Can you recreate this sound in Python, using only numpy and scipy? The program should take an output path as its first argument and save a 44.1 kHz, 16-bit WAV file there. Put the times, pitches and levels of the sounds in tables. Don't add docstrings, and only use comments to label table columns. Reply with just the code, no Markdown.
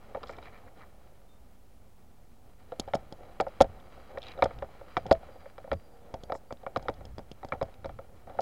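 import sys
import numpy as np
from scipy import signal
from scipy.fft import rfft, irfft
from scipy.io import wavfile
from scipy.ndimage import uniform_filter1d

SR = 44100
rng = np.random.default_rng(int(sys.argv[2]) if len(sys.argv) > 2 else 0)


def master_out(mix):
    frames = np.transpose(np.atleast_2d(mix))
    ceiling = np.clip(frames, -1, 1)
    pcm = np.round(ceiling * 32767).astype(np.int16)
    wavfile.write(sys.argv[1], SR, pcm)


def convert_level_to_amplitude(level_db):
    exponent = np.asarray(level_db, float) / 20
    return 10 ** exponent


N = 370966
SPAN = 5000

# (f/Hz, relative strength/dB, time to fall 60 dB/s; 0.002 s at least is used)
SHELL = [(65.2, -29.5, 0.12), (130.5, 5.5, 0.028), (229.4, -1, 0.036), (370, -40.5, 0.011),
         (472, 19, 0.013), (550.5, 19, 0.044), (658.5, 6, 0.093), (748.2, 21, 0.035), (899, 22.5, 0.036),
         (1337, 29, 0.0076), (1443, 18.5, 0.0079), (1800, 15, 0.0072), (2320, 11, 0.028),
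         (2990, 12.5, 0.002), (3520, -1.5, 0.0067), (3892, -8, 0.022), (5100, -2.5, 0.0069),
         (5510, 0, 0.0035), (7420, 10, 0.001), (8250, -11.5, 0.0071), (10540, -6.5, 0.0025),
         (12000, -4, 0.0046)]
# (t/s, low knock level/dB, middle clack level/dB, high tick level/dB)
JOLTS = [(.148, -25, -31, -53), (.158, -30.5, -38, -68), (.1705, -31, -47, -50), (0.2319, -41, -33, -38),
         (0.2369, -41, -33.5, -43), (0.2942, -32, -32, -59), (0.385, -39, -39, -50),
         (0.4264, -46, -39, -49), (2.72, -30, -37, -48), (2.726, -37.5, -48, -65), (2.876, -31.5, -49, -53),
         (2.885, -38, -39, -51), (2.936, -16.5, -19.5, -30.5), (2.967, -36, -42, -59),
         (3.4008, -16, -17.5, -27), (3.42, -28.5, -52, -70), (3.4665, -26.5, -34, -65),
         (3.605, -7, -22, -22), (3.643, -26.5, -46, -48), (4.127, -44, -66, -68), (4.1738, -27.5, -31, -48),
         (4.376, -37, -46, -51), (4.389, -29.5, -38, -52), (4.423, -9, -13.5, -25.5),
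         (4.5086, -39, -35.5, -62), (4.623, -26, -32, -47), (4.628, -32.5, -39, -60),
         (4.646, -54, -45, -63), (4.812, -38, -39.5, -68), (4.9681, -18.5, -15.5, -28.5),
         (5.055, -32, -46, -63), (5.111, -17, -20.5, -23), (5.151, -38, -42, -47), (5.23, -40, -50, -68),
         (5.287, -46, -49, -69), (5.355, -44, -55, -67), (5.458, -37, -40.5, -72), (5.581, -36, -36.5, -49),
         (5.6428, -36.5, -44, -69), (5.6755, -37.5, -49, -65), (5.716, -21, -22, -34),
         (5.737, -53, -38, -46), (6.298, -24, -35, -54), (6.321, -20.5, -24, -36), (6.351, -33, -34.5, -59),
         (6.5074, -32, -34, -52), (6.6324, -37, -51, -58), (6.6651, -27, -27, -66),
         (6.761, -20.5, -20, -30), (6.7955, -45, -44, -56), (6.853, -37, -55, -66),
         (6.884, -23.5, -20.5, -33), (6.89, -20.5, -35, -45), (7.008, -41.5, -46, -62),
         (7.4306, -34, -36.5, -56), (7.522, -25, -19.5, -44), (7.5475, -33, -45, -59),
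         (7.6135, -20.5, -26, -42.5), (7.682, -43.5, -56, -67), (7.845, -32, -32, -45),
         (7.893, -35, -40, -55), (7.989, -34, -35.5, -54), (8.272, -38.5, -47, -61), (8.297, -37, -50, -54),
         (8.347, -40, -56, -62), (8.3886, -17.5, -28, -63)]
# (t/s, shove level/dB, high tick level/dB, low knock level/dB, direction: 1 out, -1 in)
SLAPS = [(2.7974, -26, -21.5, -35.5, 1), (2.8006, -40, -29, -50, 1), (2.9464, -34, -37, -42, -1),
         (2.9523, -25, -30, -26, 1), (3.1248, -38, -39, -40.5, 1), (3.4081, -29.5, -33, -16, -1),
         (3.611, -14, -20, -7, -1), (3.6188, -28, -22, -22, 1), (3.625, -30, -42, -25, 1),
         (4.4387, -20, -47, -29, -1), (4.4416, -44, -28, -29, -1), (4.4573, -43, -46, -18, 1),
         (4.9748, -32.5, -38, -19, 1), (5.0653, -35.5, -40.5, -37, 1), (5.1146, -17, -26.5, -6, -1),
         (5.1247, -26, -27.5, -38, 1), (5.127, -44, -37, -37, -1), (5.7311, -25.5, -41, -27.5, -1),
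         (6.1412, -29.5, -40.5, -31, -1), (6.236, -40.5, -39, -44, 1), (6.5254, -31, -41, -43, -1),
         (6.7718, -22, -40, -32, -1), (6.826, -52, -49, -46.5, 1), (6.8981, -26.5, -51, -37, -1),
         (6.94, -57, -50, -59, -1), (7.0531, -43.5, -42, -71, 1), (7.1829, -31.5, -41, -46, -1),
         (7.1925, -35.5, -54, -38, -1), (7.3156, -39, -39.5, -49, 1), (7.4483, -30.5, -44.5, -37, -1),
         (7.487, -52, -45.5, -42.5, 1), (7.536, -31, -65, -26.5, -1), (7.6272, -24.5, -39, -29, -1),
         (7.8583, -31.5, -45.5, -30.5, -1), (8.4062, -40, -37, -38.5, 1)]

SCATTER_DB = 2.2
DAMP_S = 0.0023


def level(x, db):
    return x * convert_level_to_amplitude(db) / np.sqrt(np.mean(x ** 2))


def walk(per_s):
    hold = int(SR / per_s)
    steps = np.repeat(rng.standard_normal(N // hold + 1), hold)
    smooth = uniform_filter1d(uniform_filter1d(steps, hold), hold)
    return 1.3 * smooth[:N]


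def arch(start, length):
    t = np.arange(N) / SR
    return np.sin(np.pi * np.clip((t - start) / length, 0, 1))


def rings(body, centre_hz, octaves, push_s, chatter_s, rough, scatter_db):
    hz, db, t60 = np.array(body).T[:, :, None]
    t = np.arange(SPAN) / SR
    modes = np.sin(2 * np.pi * hz * t) * np.exp(-np.log(1000) * t / np.maximum(t60, 0.002))
    distance = np.log2(hz.T / np.reshape(centre_hz, (-1, 1))) / octaves
    chance = rng.standard_normal((len(distance), len(body) + 600))
    weight = convert_level_to_amplitude(db.T + scatter_db * chance[:, :len(body)]) * np.exp(-distance ** 2)
    weight = weight * (-1) ** np.arange(len(body))
    push = np.sin(np.pi * np.clip((t[:600] + 0.5 / SR) / push_s, 0, 1)) ** 2
    chatter = chance[:, len(body):] * np.exp(-t[:600] / chatter_s) / np.sqrt(2 * chatter_s / push_s)
    smooth_chatter = signal.fftconvolve(rough * chatter, push[None] / np.linalg.norm(push), axes=1)
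    force = push + smooth_chatter[:, :600]
    out = signal.fftconvolve(weight @ modes, force, axes=1)[:, :SPAN]
    return out / np.abs(out).max(axis=1, keepdims=True)


def place(times, db, sounds):
    out = np.zeros(N + SPAN)
    for start, gain, sound in zip((times * SR).astype(int), convert_level_to_amplitude(db), sounds):
        out[start:start + SPAN] += gain * sound
    return out[:N]


def trail(times, db, t60):
    kicks = np.zeros(N)
    np.add.at(kicks, np.minimum((times * SR).astype(int), N - 1), convert_level_to_amplitude(2 * db))
    return signal.lfilter([1], [1, -convert_level_to_amplitude(-2 * 60 / (t60 * SR))], kicks)


def power_db(*powers):
    return 10 * np.log10(sum(powers))


def all_knocks():
    jolt, slap = np.transpose(JOLTS), np.transpose(SLAPS)
    times = np.r_[jolt[0] + 0.00154, slap[0] - 0.001]
    return times, np.r_[jolt[1], slap[3]]


def air():
    # (f/Hz, relative level per Hz/dB)
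    air_shape = [(59, -37), (100, -26.5), (156, -23), (181, 1), (249, -1.5), (315, -8), (736, -10),
                 (1580, -23), (3940, -26), (10000, -28), (16000, -28)]
    whine_hz, whine_width_hz, whine_db = 9930, 70, 0
    top_hz, air_db = 15900, -65
    hz = np.fft.rfftfreq(N, 1 / SR) + 1
    shape_hz, shape_db = np.transpose(air_shape)
    shape = convert_level_to_amplitude(np.interp(np.log(hz), np.log(shape_hz), shape_db))
    shape = shape * (1 + convert_level_to_amplitude(whine_db) * np.exp(-((hz - whine_hz) / whine_width_hz) ** 2))
    noise = irfft(rfft(rng.standard_normal(N)) * shape * (hz < top_hz), N)
    return level(noise, air_db)


def wind(effort_db):
    # (start t/s, length/s, level/dB)
    gusts = [(5.7, 0.095, -36), (4.5, 0.18, -46), (6.9, 0.35, -47), (7.75, .3, -47)]
    still_db, stir_db = -59, -2.5
    sway_db, sway_growth, sway_t60_s = -25, 0.87, 0.42
    shove_s, shove_db = np.transpose(SLAPS)[:2]
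    sway = trail(shove_s, sway_db + sway_growth * shove_db, sway_t60_s)
    swings = sum(convert_level_to_amplitude(2 * db) * arch(start, length) ** 2 for start, length, db in gusts)
    wind_db = power_db(convert_level_to_amplitude(2 * still_db), convert_level_to_amplitude(2 * (effort_db + stir_db)), sway, swings)
    band = signal.butter(2, [18, 90], "bandpass", fs=SR, output="sos")
    rumble = level(signal.sosfilt(band, rng.standard_normal(N)), 0)
    return rumble * convert_level_to_amplitude(wind_db + 0.28 * walk(12))


def rustle(effort_db, grit_db):
    shake_db, shake_growth, shake_t60_s = -34.5, 0.54, 0.15
    knock_s, knock_db = all_knocks()
    shake = trail(knock_s, shake_db + shake_growth * knock_db, shake_t60_s)
    cloth_db = power_db(convert_level_to_amplitude(2 * effort_db), shake)
    # (centre f/Hz, reach/octaves, level/dB)
    cloth_parts = ((195, 0.22, -29.0), (638, 0.17, 0.0), (1420, 0.34, -15.5))
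    grit_parts = ((2100, 0.98, 4), (3900, 0.45, -6.0))
    out = 0
    for drive_db, per_s, flicker_db, parts in ((cloth_db, 1800, 2.5, cloth_parts),
                                               (effort_db + grit_db, 3000, 2.2, grit_parts)):
        hits = (rng.random(N) < per_s / SR) * rng.choice([-1, 1], N)
        hits = hits * convert_level_to_amplitude(2.2 * rng.exponential(size=N))
        force = level(hits, 0) * convert_level_to_amplitude(drive_db + flicker_db * walk(35))
        for hz, octaves, db in parts:
            body = rings(SHELL, hz, octaves, 0.19 / hz, 0.001, 0, 0)[0]
            body = body * np.exp(-np.arange(SPAN) / SR / 0.003)
            out = out + signal.fftconvolve(force, body * convert_level_to_amplitude(db) / np.linalg.norm(body))[:N]
    return out


def knocks():
    times, peak_db = all_knocks()
    return place(times, peak_db, rings(SHELL, 0 * times + 607, 0.37, 0.00049, 0.0046, 0.94, SCATTER_DB))


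def clacks():
    jolt, slap = np.transpose(JOLTS), np.transpose(SLAPS)
    times = np.r_[jolt[0], slap[0]]
    peak_db = np.r_[jolt[2], slap[3] - 9]
    hz = 1674 * 2 ** (0.015 * (peak_db - all_knocks()[1]))
    return place(times, peak_db, rings(SHELL, hz, 0.71, 0.00026, 0.0045, 1.0, SCATTER_DB))


def jolt_ticks():
    times, _, _, peak_db = np.transpose(JOLTS)
    return place(times, peak_db, rings(SHELL, 0 * times + 3900, 0.42, 0.00014, 0.002, 1.1, SCATTER_DB))


def rubs_and_rumbles():
    # (start t/s, length/s, centre f/Hz, level/dB)
    swells = [(0.321, 0.032, 2100, -54.5), (0.255, 0.094, 4800, -65), (0.402, 0.1, 3900, -66),
              (0.432, 0.075, 2100, -55.5), (0.525, 0.056, 2100, -57), (0.667, 0.026, 1940, -57),
              (0.796, 0.055, 1800, -53.5), (4.198, 0.15, 3520, -56.5), (4.24, 0.15, 2020, -60.5),
              (6.309, 0.059, 600, -41.5), (6.328, .06, 5270, -64), (4.997, 0.13, 140, -46),
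              (5.075, 0.047, 610, -40.5), (8.255, 0.11, 606, -51.5), (8.267, 0.074, 1270, -56)]
    damp = np.exp(-np.arange(SPAN) / SR / DAMP_S)
    hits = (rng.random(N) < 900 / SR) * rng.choice([-1, 1], N)
    swarm = level(hits * convert_level_to_amplitude(1.24 * rng.exponential(size=N)), 0)
    out = 0
    for start, length, hz, db in swells:
        body = rings(SHELL, hz, 0.49, 0.39 / hz, 0.001, 0, 0)[0] * damp
        swelling = swarm * arch(start, length)
        out = out + signal.oaconvolve(swelling, body * convert_level_to_amplitude(db) / np.linalg.norm(body))[:N]
    return out


def stone_ticks():
    # (t/s, peak level before the grit deadens it/dB)
    stones = [(.2722, -40), (0.283, -44), (0.3026, -48), (0.368, -45), (3.483, -47), (3.801, -49),
              (4.184, -38), (4.2192, -35), (4.229, -32), (4.237, -38), (4.2576, -43), (4.2683, -33.5),
              (4.2834, -34), (4.3185, -37), (4.5878, -40), (6.571, -50), (7.741, -45.5)]
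    times, peak_db = np.transpose(stones)
    damp = np.exp(-np.arange(SPAN) / SR / DAMP_S)
    ticks = rings(SHELL, 0 * times + 4000, 0.33, 0.0001, 0.0019, 2.5, SCATTER_DB)
    return place(times, peak_db, ticks * damp)


def birds():
    # (start t/s, length/s, middle f/Hz, level before wavering/dB)
    trills = [(1.272, .11, 3600, -72.5), (3.804, 0.31, 4700, -77.5), (4.873, 0.18, 4800, -71),
              (5.292, 0.23, 4760, -73.5), (5.738, 0.22, 4740, -73), (6.0, .07, 3500, -78),
              (6.203, .081, 4700, -73), (6.466, .06, 4650, -77)]
    notes_per_s, fall_share = 12, 0.022
    t, waver = np.arange(N) / SR, walk(21)

    def sing(start, length, db, hz):
        tone = np.sin(2 * np.pi * np.cumsum(hz * (1 + 0.0024 * waver)) / SR)
        return convert_level_to_amplitude(db + waver) * arch(start, length) ** 0.17 * tone

    out = sing(5.85, 0.32, -61, 472)
    for start, length, hz, db in trills:
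        note = ((t - start) * notes_per_s) % 1
        falling_hz = hz * (1 + fall_share * (0.5 - note))
        out = out + np.sin(np.pi * note) ** 0.5 * sing(start, length, db, falling_hz)
    return out


def slap_shoves():
    slap_s, shove_db, _, _, way = np.transpose(SLAPS)
    jerk_in_hz, jerk_out_hz, jerk_t60_s = 590, 330, 0.0044
    jerk_gain_db, thud_db, lead_s = 5.5, -6.5, 0.0003
    t = np.arange(SPAN) / SR
    jerk_hz = np.where(way > 0, jerk_out_hz, jerk_in_hz)[:, None]
    jerk = np.sin(2 * np.pi * jerk_hz * t) * convert_level_to_amplitude(-60 * t / jerk_t60_s)
    jerk = convert_level_to_amplitude(jerk_gain_db) * np.sign(way)[:, None] * jerk / jerk.max(axis=1, keepdims=True)
    jerk = signal.lfilter(*signal.butter(1, 60, "high", fs=SR), jerk)
    thud = convert_level_to_amplitude(thud_db) * rings(SHELL, 0 * slap_s + 170, 0.48, 0.00081, 0.0009, 0.41, SCATTER_DB)
    return place(slap_s - lead_s, shove_db, jerk + thud)


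def slap_ticks():
    # (f/Hz, relative strength/dB, time to fall 60 dB/s)
    seat = [(1700, -14, .006), (3337, -6, 0.0077), (4440, -14.5, .005), (5100, -12.5, 0.0068),
            (6800, -5.5, 0.0033), (8520, -2.5, 0.0059), (9700, -2, 0.0085), (10800, 6.5, 0.0064),
            (12600, -0.5, 0.0046), (13900, -3, .004)]
    times, _, tick_db, _, way = np.transpose(SLAPS)
    snap_db = -5 + 1.54 * tick_db + 4 * (way > 0)
    snap = rings(seat, 0 * times + 10000, 0.49, 0.00003, 0.0011, 1.5, SCATTER_DB)
    tick = rings(seat, 0 * times + 4600, 0.48, 0.00003, 0.0027, 1.9, SCATTER_DB)
    return place(times, snap_db, snap) + place(times, tick_db, tick)


def scene():
    # (t/s, drive of the cloth rustle/dB, grit against the cloth/dB)
    effort = [(0.0, -60, -9.5), (0.3, -53.5, -11.5), (1.33, -69.5, -11), (2.41, -70, -11.5),
              (2.9, -57.5, -12), (3.65, -55.5, -11), (3.98, -58, -9.5), (4.45, -51.5, -11),
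              (4.82, -58, -10), (5.08, -55.5, -8.5), (5.79, -64.5, -12), (6.23, -58.5, -13.5),
              (6.53, -65, -14.5), (6.82, -56.5, -14), (7.28, -66, -8), (7.57, -60.5, -11.5),
              (8.25, -63, -12), (8.41, -51, -14.5)]
    t = np.arange(N) / SR
    effort_s, effort_db, grit_db = np.transpose(effort)
    effort_db, grit_db = np.interp(t, effort_s, effort_db), np.interp(t, effort_s, grit_db)
    background = air() + wind(effort_db) + birds()
    jolts_and_slaps = knocks() + clacks() + jolt_ticks() + slap_shoves() + slap_ticks()
    small_contacts = rustle(effort_db, grit_db) + rubs_and_rumbles() + stone_ticks()
    return (background + jolts_and_slaps + small_contacts)[None]


def top_cut(x):
    return signal.sosfilt(signal.butter(12, 16640, fs=SR, output="sos"), x)


def record(dry):
    mix = dry + 0.0027
    return top_cut(mix)


dry = scene()
out = record(dry)
master_out(out)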